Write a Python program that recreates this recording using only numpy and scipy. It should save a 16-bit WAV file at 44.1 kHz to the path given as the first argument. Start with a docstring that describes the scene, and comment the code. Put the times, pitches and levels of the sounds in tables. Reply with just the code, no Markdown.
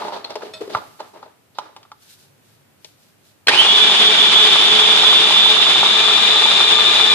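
"""Scrapes and knocks of a lid on a plastic chopper bowl, a clink on a plate, then a quiet kitchen.
The switch clicks, the clutch bites, and the motor spins up to a rough gear whine; food thumps the bowl wall.
Blows ring damped bowl modes; scrapes and roar are coloured noise; the whine is wavering shaft multiples.
A phone with two ports hears it, with a small delay at the right port in the blows and noises."""
import sys
import numpy as np
from scipy import signal
from scipy.fft import rfft, irfft
from scipy.io import wavfile
from scipy.ndimage import uniform_filter1d

SR = 44100
rng = np.random.default_rng(int(sys.argv[2]) if len(sys.argv) > 2 else 0)


def voltage_ratio(decibels):
    """Convert decibels (scalar or array-like) to amplitude ratios, 20 dB per decade."""
    exponent = np.asarray(decibels, float) / 20
    return 10 ** exponent


def store_wav(level_fs):
    """Save 16-bit WAV to argv[1]."""
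    pcm = np.round(np.clip(np.atleast_2d(level_fs), -1, 1) * 32767)
    wavfile.write(sys.argv[1], SR, pcm.T.astype(np.int16))


N = 314874
TIME_S = np.arange(N) / SR
PORT_LAG_SAMPLES = 4


def unit(x):
    """Scale to rms 1."""
    return x / np.sqrt(np.mean(x ** 2))


def curve(rows):
    """Columns of a table interpolated over time."""
    s, *columns = np.transpose(rows)
    return [np.interp(TIME_S, s, column) for column in columns]


def over_hz(points):
    """A (hz, value) table on the bins of a full-length transform, log frequency."""
    hz, value = np.transpose(points)
    return np.interp(np.log(np.fft.rfftfreq(N, 1 / SR) + 1), np.log(hz), value)


def hiss(tone, alike=0, pan_db=0):
    """Coloured noise pair, rms 1; its shared part reaches the right port late."""
    common, left, right = rfft(rng.standard_normal((3, N)))
    alike = np.clip(alike, 0, 1)
    late = np.exp(-2j * np.pi * np.fft.rfftfreq(N) * PORT_LAG_SAMPLES)
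    pair = np.sqrt(alike) * np.array([common, common * late])
    pair = pair + np.sqrt(1 - alike) * np.array([left, right])
    side_db = np.multiply.outer([.5, -.5], pan_db).reshape(2, -1)
    return unit(irfft(pair * voltage_ratio(over_hz(tone) + side_db), N))


def band(lo_hz, hi_hz, alike):
    """Noise pair between two sloping edges."""
    return hiss([(lo_hz / 2, -40), (lo_hz, 0), (hi_hz, 0), (2 * hi_hz, -30)], alike)


def walk(rate_hz):
    """Slow chance: noise low-passed at rate_hz, rms 1."""
    return unit(signal.sosfilt(signal.butter(2, rate_hz, fs=SR, output="sos"), rng.standard_normal(N)))


def resonate(x, hz, q):
    """One resonance with unit gain at its peak."""
    return signal.lfilter(*signal.iirpeak(hz, q, fs=SR), x)


def swells(start_s, hold_s, db, rise_db_s, fall_db_s):
    """Level of each event over time in dB: steady rise, hold, steady fall."""
    t = TIME_S - start_s[:, None]
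    return db[:, None] + rise_db_s * np.minimum(t, 0) - fall_db_s * np.maximum(t - hold_s[:, None], 0)


# shaft speed: time_s, turns_per_s
SHAFT_SPEED = [(3.478, 88), (3.505, 125), (3.535, 156), (3.58, 186), (3.61, 197), (3.66, 204.5),
               (3.72, 211), (3.79, 215.6), (4.05, 213.4), (4.33, 215.6), (4.7, 214.8), (5.1, 217.7),
               (5.9, 218.2), (6.2, 219.5), (7.14, 219.7)]
# motor level: time_s, whine_db, roar_db
MOTOR_LEVEL = [(3.48, -11.5, -4), (3.498, -15, -13.5), (3.51, -22, -18.5), (3.535, -14, -14.5),
               (3.56, -17, -15), (3.58, -11.5, -14.5), (3.7, -12.5, -16.5), (3.84, -10.5, -15),
               (3.95, -11.5, -15), (4.88, -11, -15), (5.43, -11.5, -16), (7.14, -11, -16.5)]
# bowl creeping over the counter: time_s, place (0-2)
BOWL_PLACE = [(4.6, 0), (5.25, 1), (5.75, 1), (5.95, 2)]
# whine lines, as multiples of the shaft rate
LINE_MULTIPLES = [.79, 1, 2, 4, 5.47, 8, 10.94, 13, 14, 15, 16, 17, 18, 24]
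# one row per multiple, relative levels: width_hz, then left_db, right_db at places 0, 1, 2
LINE_LEVELS = [(13.8, -29, -33, -31, -27, -31.5, -35), (10.2, -29, -22, -27, -30, -27, -30.5),
               (13.8, -13, -18, -16, -20.5, -16, -19), (20, -17.5, -26, -42, -37, -37, -32),
               (13.889, -16, -34, -22.5, -41, -11.5, -20.5), (15.9, -57, -21, -27, -38, -24, -18),
               (30, -8, -32, -11, -39, -8.5, -15), (35, -51, -33, -22, -15, -37, -40),
               (45, -4, -24, -13.5, -10.5, -39, -57), (45, -5.5, -7, -11, -7.5, -21, -14.5),
               (24, -6.5, 0.5, -7.5, -2, -5, -10.5), (29.7, -7, -16.5, -3, -10, -13, -11.5),
               (40, -31, -43, -22, -20, -30, -15.5), (25, -28, -28, -37, -21, -38, -39)]
# times between which the run-in offset fades: start_s, end_s
RUN_IN_S = (3.56, 3.75)
# gear tooth rattle: multiple, width_hz, relative_db
TOOTH_RATTLE = [(16.02, 83, -8), (17.03, 72, -12.5), (16.21, 506, -4.5), (16.5, 115, -10.5),
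                (31.97, 800, -20.5)]
# rattle balance at places 0, 1, 2: left_minus_right_db
RATTLE_PAN_DB = [0, 0, 4.6]
# fixed casing resonances: centre_hz, width_hz, added_db
CASING = [(2925, 30, 2), (3075, 30, 2), (3490, 50, 0), (3616, 45, 3), (3950, 110, 3)]
# roar colour, relative: frequency_hz, db_per_hz
ROAR_TONE = [(35, -65), (100, -45), (150, -12.5), (300, -10.5), (400, -2), (520, -7), (800, -3), (1300, -3),
             (2000, -3.5), (2250, -2.5), (2500, 0.5), (2630, -2.5), (2740, 2.5), (2850, -1.5), (2950, 3.5),
             (3070, 1), (3250, 4.5), (4200, -2), (5200, -8), (6200, -16), (10500, -22.5), (11000, -35),
             (15000, -62)]
# roar balance: frequency_hz, left_minus_right_db
ROAR_PAN = [(60, 7), (110, -3), (200, -1.5), (370, 3.5), (690, -3), (1260, -2), (2320, -0.5), (4260, -1),
            (7820, -1.5), (14400, -3)]
# roar likeness of the ports: frequency_hz, likeness (0-1)
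ROAR_LIKENESS = [(60, 0.85), (200, 0.82), (700, 0.69), (1500, 0.16), (3000, 0.54), (8000, 0.032)]


def motor():
    """Wavering shaft multiples, tooth rattle beating once a turn, and roar of air, brushes and blades."""
    whine_db, roar_db = curve(MOTOR_LEVEL)
    place = curve(BOWL_PLACE)[0]
    turns_per_s = curve(SHAFT_SPEED)[0] * (1 + 0.00072 * walk(21.2))
    turn = 2 * np.pi * np.cumsum(turns_per_s) / SR

    # low lines swell as the food loads the blades; the main tooth line stands out during spin-up
    run_in = np.interp(TIME_S, RUN_IN_S, [1, 0])
    low_lines_db, main_tooth_db = -12, 7
    lines = 0
    for k, (width_hz, *levels) in zip(LINE_MULTIPLES, LINE_LEVELS):
        waver = 1.8 + walk(width_hz / 2) + 1j * walk(width_hz / 2)
        db = np.array([np.interp(place, range(3), levels[side::2]) for side in range(2)])
        db = db + run_in * (low_lines_db * (k < 12) + main_tooth_db * (k == 16))
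        phase = k * turn - np.array([[0], [k / 8]])  # right port lags
        lines = lines + voltage_ratio(db) * np.real(waver * np.exp(1j * phase))

    pan_db = np.multiply.outer([.5, -.5], np.interp(place, range(3), RATTLE_PAN_DB))
    for k, width_hz, db in TOOTH_RATTLE:
        shared, *own = (walk(width_hz / 2) + 1j * walk(width_hz / 2) for _ in range(3))
        rattle = np.real((shared + 1.6 * np.array(own)) * np.exp(1j * k * turn))
        lines = lines + voltage_ratio(db + pan_db) * (1 + 0.11 * np.cos(turn)) * rattle
    lines = lines + sum(voltage_ratio(db) * resonate(lines, hz, hz / width_hz) for hz, width_hz, db in CASING)

    roar = hiss(ROAR_TONE, over_hz(ROAR_LIKENESS), over_hz(ROAR_PAN))
    roar = roar * voltage_ratio(walk(20.5)) * (1 + 0.035 * np.cos(turn))
    # a bounce off the counter cancels a narrow band at the right port
    roar[1] -= 0.9 * resonate(roar[1], 515, 5)
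    on = np.clip((TIME_S - 3.481) / 0.0029, 0, 1)
    return on * (unit(lines) * voltage_ratio(whine_db) + roar * voltage_ratio(roar_db))


def thud(t):
    """The counter's low, soft thump: a damped 110 Hz sine."""
    return np.sin(2 * np.pi * 110 * t) * (1 - np.exp(-t / 0.01)) * 1000 ** (-t / 0.063)


# modes of bowl and lid: frequency_hz, relative_db, t60_s
BOWL_MODES = [(258, -4.5, 0.22), (330, -1.5, 0.12), (418.5, 9.5, 0.058), (461, 1.5, 0.07),
              (620, 6.5, 0.042), (716, 4.5, 0.019), (845, 9, 0.035), (914.4, 9, 0.035), (1010, 2, 0.065),
              (1190, 14, 0.023), (1328, 5, 0.051), (1650, 12, 0.012), (1940, 18, 0.0098), (2470, 10, 0.014),
              (3300, 1, 0.019), (4210, 7, 0.03)]


def blow(db, hz, crack_db, chance):
    """Bowl modes ring, favoured near the struck pitch, with a short crack and a counter thud."""
    spread_oct, thud_db = 0.55, -34.5
    t = np.arange(int(.15 * SR)) / SR
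    mode_hz, mode_db, t60_s = np.transpose(BOWL_MODES)[:, :, None]
    near_db = np.maximum(-9 * (np.log2(mode_hz / hz) / spread_oct) ** 2, -22)
    mode_hz = mode_hz * (1 + 0.014 * chance[:len(BOWL_MODES), None])
    modes = voltage_ratio(mode_db + near_db) * np.sin(2 * np.pi * mode_hz * t) * 1000 ** (-t / t60_s)
    ring = np.sum(modes, axis=0) * (1 - np.exp(-t * hz))
    # the thin wall radiates little bass
    ring = signal.sosfilt(signal.butter(2, 320, "high", fs=SR, output="sos"), ring)
    # one sharp tick, then a splinter of noise
    crack = 4.1 * (t == 0) + chance * 1000 ** (-t / 0.045)
    crack = signal.sosfilt(signal.butter(2, [2300, 5200], "band", fs=SR, output="sos"), crack)
    struck = ring / abs(ring).max() + voltage_ratio(crack_db) * crack / abs(crack).max()
    return voltage_ratio(db) * (struck + voltage_ratio(thud_db) * thud(t))


def blows(rows):
    """Place blows (start_s, ring_peak_db, struck_hz, crack_db, left_minus_right_db) at both ports."""
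    out = np.zeros((2, N + SR))
    chances = rng.standard_normal((len(rows), int(.15 * SR)))
    for (s, db, hz, crack_db, pan_db), chance in zip(rows, chances):
        sound, i = blow(db, hz, crack_db, chance), int(s * SR)
        late = i + PORT_LAG_SAMPLES
        out[0, i:i + len(sound)] += sound * voltage_ratio(pan_db / 2)
        out[1, late:late + len(sound)] += sound * voltage_ratio(-pan_db / 2)
    return out[:, :N]


# switch click and clutch bite: start_s, ring_peak_db, struck_hz, relative_crack_db, left_minus_right_db
START_BLOWS = [(3.468, -26, 900, -11, 0), (3.471, -2.5, 3300, -7, 0), (3.4825, 0, 1910, -17, 0),
               (3.489, -15, 420, -20, 0), (3.4935, -12, 1900, -15, 0)]


def switch_and_clutch():
    """Click and bite, each a burst of blows on the bowl modes."""
    return blows(START_BLOWS)


# loud food on the wall: start_s, ring_peak_db, struck_hz
FOOD_THUMPS = [(3.51, -13, 850), (3.534, -11, 910), (3.556, -14, 850), (3.614, -13, 840),
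               (3.664, -13.5, 840), (3.687, -15, 830), (3.802, -22, 1030), (3.896, -13.5, 860),
               (3.938, -15.5, 1200), (4.359, -11.5, 1010), (4.49, -21, 856), (4.556, -11.5, 1190),
               (4.681, -12.5, 1000), (4.818, -13, 940), (4.89, -15, 1220), (4.956, -17.5, 830),
               (5.033, -11.5, 1160), (5.127, -10.5, 1100), (5.305, -13.5, 850), (5.361, -12.5, 1160),
               (5.461, -10.5, 860), (5.567, -13, 1360), (5.6, -13, 1140), (5.666, -12, 1300),
               (5.757, -11, 1080), (5.83, -5.5, 970), (5.861, -13, 1270), (5.999, -21, 1040),
               (6.082, -13.5, 1190), (6.108, -12.5, 1200), (6.177, -13, 965), (6.36, -13, 1010),
               (6.457, -12, 826), (6.515, -15, 1190), (6.604, -9.5, 1190), (6.677, -24, 1220),
               (6.766, -18, 845), (6.787, -13, 1140), (6.998, -9.5, 1190)]


def food():
    """Loud pieces strike the wall at set times, small ones at random."""
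    loud = [(s, db, hz, -11.5, 0) for s, db, hz in FOOD_THUMPS]
    small = [(3.5 + 3.9 * a, -28 + 9 * b, 750 + 500 * c, -10, 0) for a, b, c in rng.random((110, 3))]
    return blows(loud + small)


# handling: start_s, ring_peak_db, struck_hz, relative_crack_db, left_minus_right_db
HANDLING = [(0.021, -15, 900, -20, 0), (0.05, -18, 720, -20.5, 0), (0.083, -20, 800, -10, -2),
            (0.1225, -19, 790, -12, -1), (0.134, -24, 760, -9, -9), (0.147, -31, 760, -8, -4),
            (0.163, -23, 644, -16, -8), (0.245, -22, 4300, -9, 10.5), (0.2475, -19.5, 4300, -11, -2),
            (0.304, -21.5, 636, -6, -4), (0.322, -30, 700, -12, -3), (0.3555, -17, 620, -5.5, 5),
            (0.367, -23, 610, -20, -3), (0.409, -31, 870, -5, -8), (0.4305, -22.5, 520, -12, 3),
            (0.6125, -19.5, 430, -22, 6), (0.676, -24, 410, -17, 3), (0.7, -23, 600, -13, 0),
            (0.735, -36, 900, 2, -3), (0.7493, -6, 1230, -15, -3), (0.77, -21, 716, -5, -4),
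            (1.003, -19.5, 680, -8, -2.5), (1.139, -41, 710, -18, 6), (1.152, -41, 700, -20, 8),
            (1.1595, -34, 620, -24, 6), (1.178, -43, 800, -20, 6), (1.2285, -28, 900, -13, 3),
            (1.26, -34, 630, -15, 4), (1.5855, -12.5, 890, -7, -4), (1.764, -31, 870, 3, 1),
            (1.83, -46.5, 1160, 8, -1), (1.851, -41, 1220, -13.5, 0), (1.917, -28, 1190, -6, -0.5),
            (2.8455, -43, 610, 15, 6.5)]


def knocks():
    """Lid and bowl knocks excite the bowl modes."""
    return blows(HANDLING)


# lid strokes over the rim: start_s, hold_s, body_db, grit_db, pitch_hz
LID_STROKES = [(0.0, 0.076, -28, -43, 704), (0.128, 0.027, -29.5, -38.5, 690), (0.244, .012, -37, -43, 704),
               (0.297, 0.019, -35.5, -42, 700), (0.357, 0.0091, -36, -43, 595),
               (0.42, 0.01, -34.5, -52, 850), (0.436, 0.017, -32.5, -47.5, 520),
               (0.452, 0.019, -33, -50, 450), (0.539, 0.012, -41, -39, 594),
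               (0.61, 0.0068, -29.5, -52, 447), (0.699, 0.046, -29, -47, 434),
               (0.735, 0.012, -29, -39, 900), (0.763, 0.01, -32.5, -47, 730),
               (0.996, 0.0059, -37.5, -51, 820), (1.138, 0.048, -42.5, -75, 573),
               (1.223, 0.014, -44.5, -58, 780), (1.55, .04, -54, -54, 650), (1.595, 0.069, -44.5, -63, 845),
               (1.76, 0.028, -51, -71, 695), (1.85, 0.0087, -60, -71, 814)]
# scrape colour, relative: frequency_hz, db_per_hz
SCRAPE_TONE = [(71, -64), (120, -15), (428, 4.5), (529, 0), (793, -2.5), (2160, -6.5), (4080, -7),
               (12000, -27.5), (15600, -78), (22000, -120)]
# grit colour, relative: frequency_hz, db_per_hz
GRIT_TONE = [(1400, -15), (2700, -11), (3600, 0.5), (4150, -2), (4700, -3), (5600, -15), (10000, -40)]


def scrapes():
    """Sliding noise rings the bowl modes near the contact pitch, under a grainy treble."""
    rise_db_s, body_fall_db_s, grit_fall_db_s = 2500, 153, 262
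    start_s, hold_s, body_db, grit_db, pitch_hz = np.transpose(LID_STROKES)
    pressure_db = swells(start_s, hold_s, body_db, rise_db_s, body_fall_db_s)
    hz = uniform_filter1d(pitch_hz[pressure_db.argmax(axis=0)], size=512)  # loudest stroke sets pitch
    slide = hiss(SCRAPE_TONE, 0.31) * voltage_ratio(1.25 * walk(60))
    ringing = sum(voltage_ratio(db - 16.5 * np.log2(f / hz) ** 2) * unit(resonate(slide, f, 12))
                  for f, db, _ in BOWL_MODES[:12])
    body = unit(slide + 0.38 * ringing + 0.49 * band(194, 400, 0.87)) * voltage_ratio(pressure_db.max(axis=0))
    grain_db = 2.5 * walk(80)
    grit_level_db = swells(start_s, hold_s, grit_db, rise_db_s, grit_fall_db_s).max(axis=0)
    return body + hiss(GRIT_TONE, 0.2) * voltage_ratio(grain_db + grit_level_db)


# bowl meets plate, then rests on it: start_s, peak_db, damped_s
CLINK_EVENT = (.537, -22.5, 0.63)
# plate modes: frequency_hz, relative_db, t60_s
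PLATE_MODES = [(630, -2, 0.38), (1340, -8.5, 0.31), (1900, -6, 0.077), (2550, -1.5, 0.19),
               (3560, 3.5, 0.14), (3630, -17, 0.15), (4220, -1, 0.14), (5360, -1, 0.085),
               (6600, -10, 0.098), (7860, -11, 0.23), (9200, -14, 0.148), (10000, -23, 0.37)]


def plate_clink():
    """Plate modes ring freely until the resting bowl damps them."""
    start_s, peak_db, damped_s = CLINK_EVENT
    t = np.maximum(TIME_S - start_s, 0)
    ring = sum(voltage_ratio(db) * np.sin(2 * np.pi * f * t) * 1000 ** (-t / t60_s) for f, db, t60_s in PLATE_MODES)
    ring = ring * 1000 ** (-np.maximum(t + start_s - damped_s, 0) / .04)
    return voltage_ratio(peak_db) * ring / abs(ring).max()


# bowl lands flat on the counter: start_s, thud_db
LANDING = (0.75, -19)


def set_down():
    """The landing bowl drives one counter thud."""
    start_s, thud_db = LANDING
    return voltage_ratio(thud_db) * thud(np.maximum(TIME_S - start_s, 0))


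def kitchen(x):
    """Tiles and cupboards return a short tail; its treble starts weaker but lasts longer."""
    low_t60_s, treble_t60_s, wet_db = 0.33, 0.7, -14
    t = np.arange(int(.6 * SR)) / SR
    noise = rng.standard_normal((2, len(t)))
    low = signal.sosfilt(signal.butter(1, 1800, fs=SR, output="sos"), noise)
    tail = low * 1000 ** (-t / low_t60_s) + (noise - low) * .5 * 1000 ** (-t / treble_t60_s)
    tail = tail * (t > .004)
    tail = tail / np.sqrt(np.sum(tail ** 2) / 2)
    return x + voltage_ratio(wet_db) * signal.fftconvolve(x, tail, axes=1)[:, :N]


# uneven shaking of the counter: time_s, level_db
COUNTER_SHAKE = [(3.46, -61), (3.48, -47), (4.26, -64), (4.3, -52), (4.66, -68), (4.7, -45.5), (5.36, -83),
                 (5.41, -68), (5.59, -76), (5.78, -42), (5.95, -60), (6.67, -51.5), (6.75, -83),
                 (6.84, -47.5), (7.03, -48), (7.14, -85)]


def counter_rumble():
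    """The counter shakes under the motor: low band noise of uneven level."""
    return band(77, 124, 0.79) * voltage_ratio(curve(COUNTER_SHAKE)[0]) * (TIME_S > SHAFT_SPEED[0][0])


# soft hiss swells: start_s, hold_s, level_db
HISS_SWELLS = [(.85, 0.25, -57), (2.034, .04, -52.5), (2.094, 0.035, -48), (2.195, 0.035, -53.5),
               (2.456, 0.098, -61), (2.86, .02, -53.5), (2.997, .1, -60), (3.258, 0.037, -57.5)]
# hiss colour, relative: frequency_hz, db_per_hz
RUSTLE_TONE = [(880, -36), (1500, 5), (1830, -2), (3910, 7.5), (8030, 1.5), (13900, 0), (14800, -8)]


def rustle():
    """Coloured noise swells softly, its level flickering."""
    level_db = swells(*np.transpose(HISS_SWELLS), rise_db_s=251, fall_db_s=170).max(axis=0)
    return hiss(RUSTLE_TONE, 0.12) * voltage_ratio(walk(30) + level_db)


# low drone: time_s, level_db
DRONE_LEVEL = [(0.0, -73), (1.5, -74), (1.9, -64), (2.1, -82), (2.18, -62), (2.3, -62), (2.8, -64),
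               (3.2, -68), (3.46, -63)]
# drone colour, relative: frequency_hz, db_per_hz
DRONE_TONE = [(80, -28), (100, -0.5), (108, 0), (122, -17), (145, -2.5), (165, -19), (200, -41)]


def drone():
    """Narrow low noise swells and sinks."""
    return hiss(DRONE_TONE, 0.9) * voltage_ratio(curve(DRONE_LEVEL)[0])


# kitchen background: time_s, level_db
ROOM_LEVEL = [(0.0, -59), (0.84, -48), (1.0, -57), (1.99, -58), (2.24, -56), (3.46, -57)]
# background colour, relative: frequency_hz, db_per_hz
ROOM_TONE = [(15, -59), (25, -24), (59, -29), (98, -11), (371, -16), (1110, -23.5), (1490, -24),
             (2000, -25.5), (2480, -26), (5520, -32.5), (14800, -33.5)]


def room():
    """Quiet broadband noise, more alike at the two ports in the bass."""
    return hiss(ROOM_TONE, over_hz([(60, 0.72), (300, 0.11)])) * voltage_ratio(curve(ROOM_LEVEL)[0])


def scene():
    """Bowl sounds with the kitchen's tail, the motor, and the quiet background."""
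    lid = knocks() + scrapes() + set_down() + plate_clink()
    bowl = kitchen(lid + switch_and_clutch() + food())
    return motor() + bowl + counter_rumble() + rustle() + drone() + room()


def band_limit(x):
    """A steep low-pass at the top of the band."""
    return signal.sosfilt(signal.butter(12, 14980, fs=SR, output="sos"), x)


def record(dry):
    """The phone thins the deep bass, clips peaks past full scale and cuts the top."""
    thinned = signal.sosfilt(signal.butter(1, 60, "high", fs=SR, output="sos"), dry)
    clipped = np.clip(thinned, -1, 1)
    mix = signal.sosfiltfilt(signal.ellip(6, .1, 30, 14600, fs=SR, output="sos"), clipped)
    return band_limit(mix)


dry = scene()
out = record(dry)
store_wav(out)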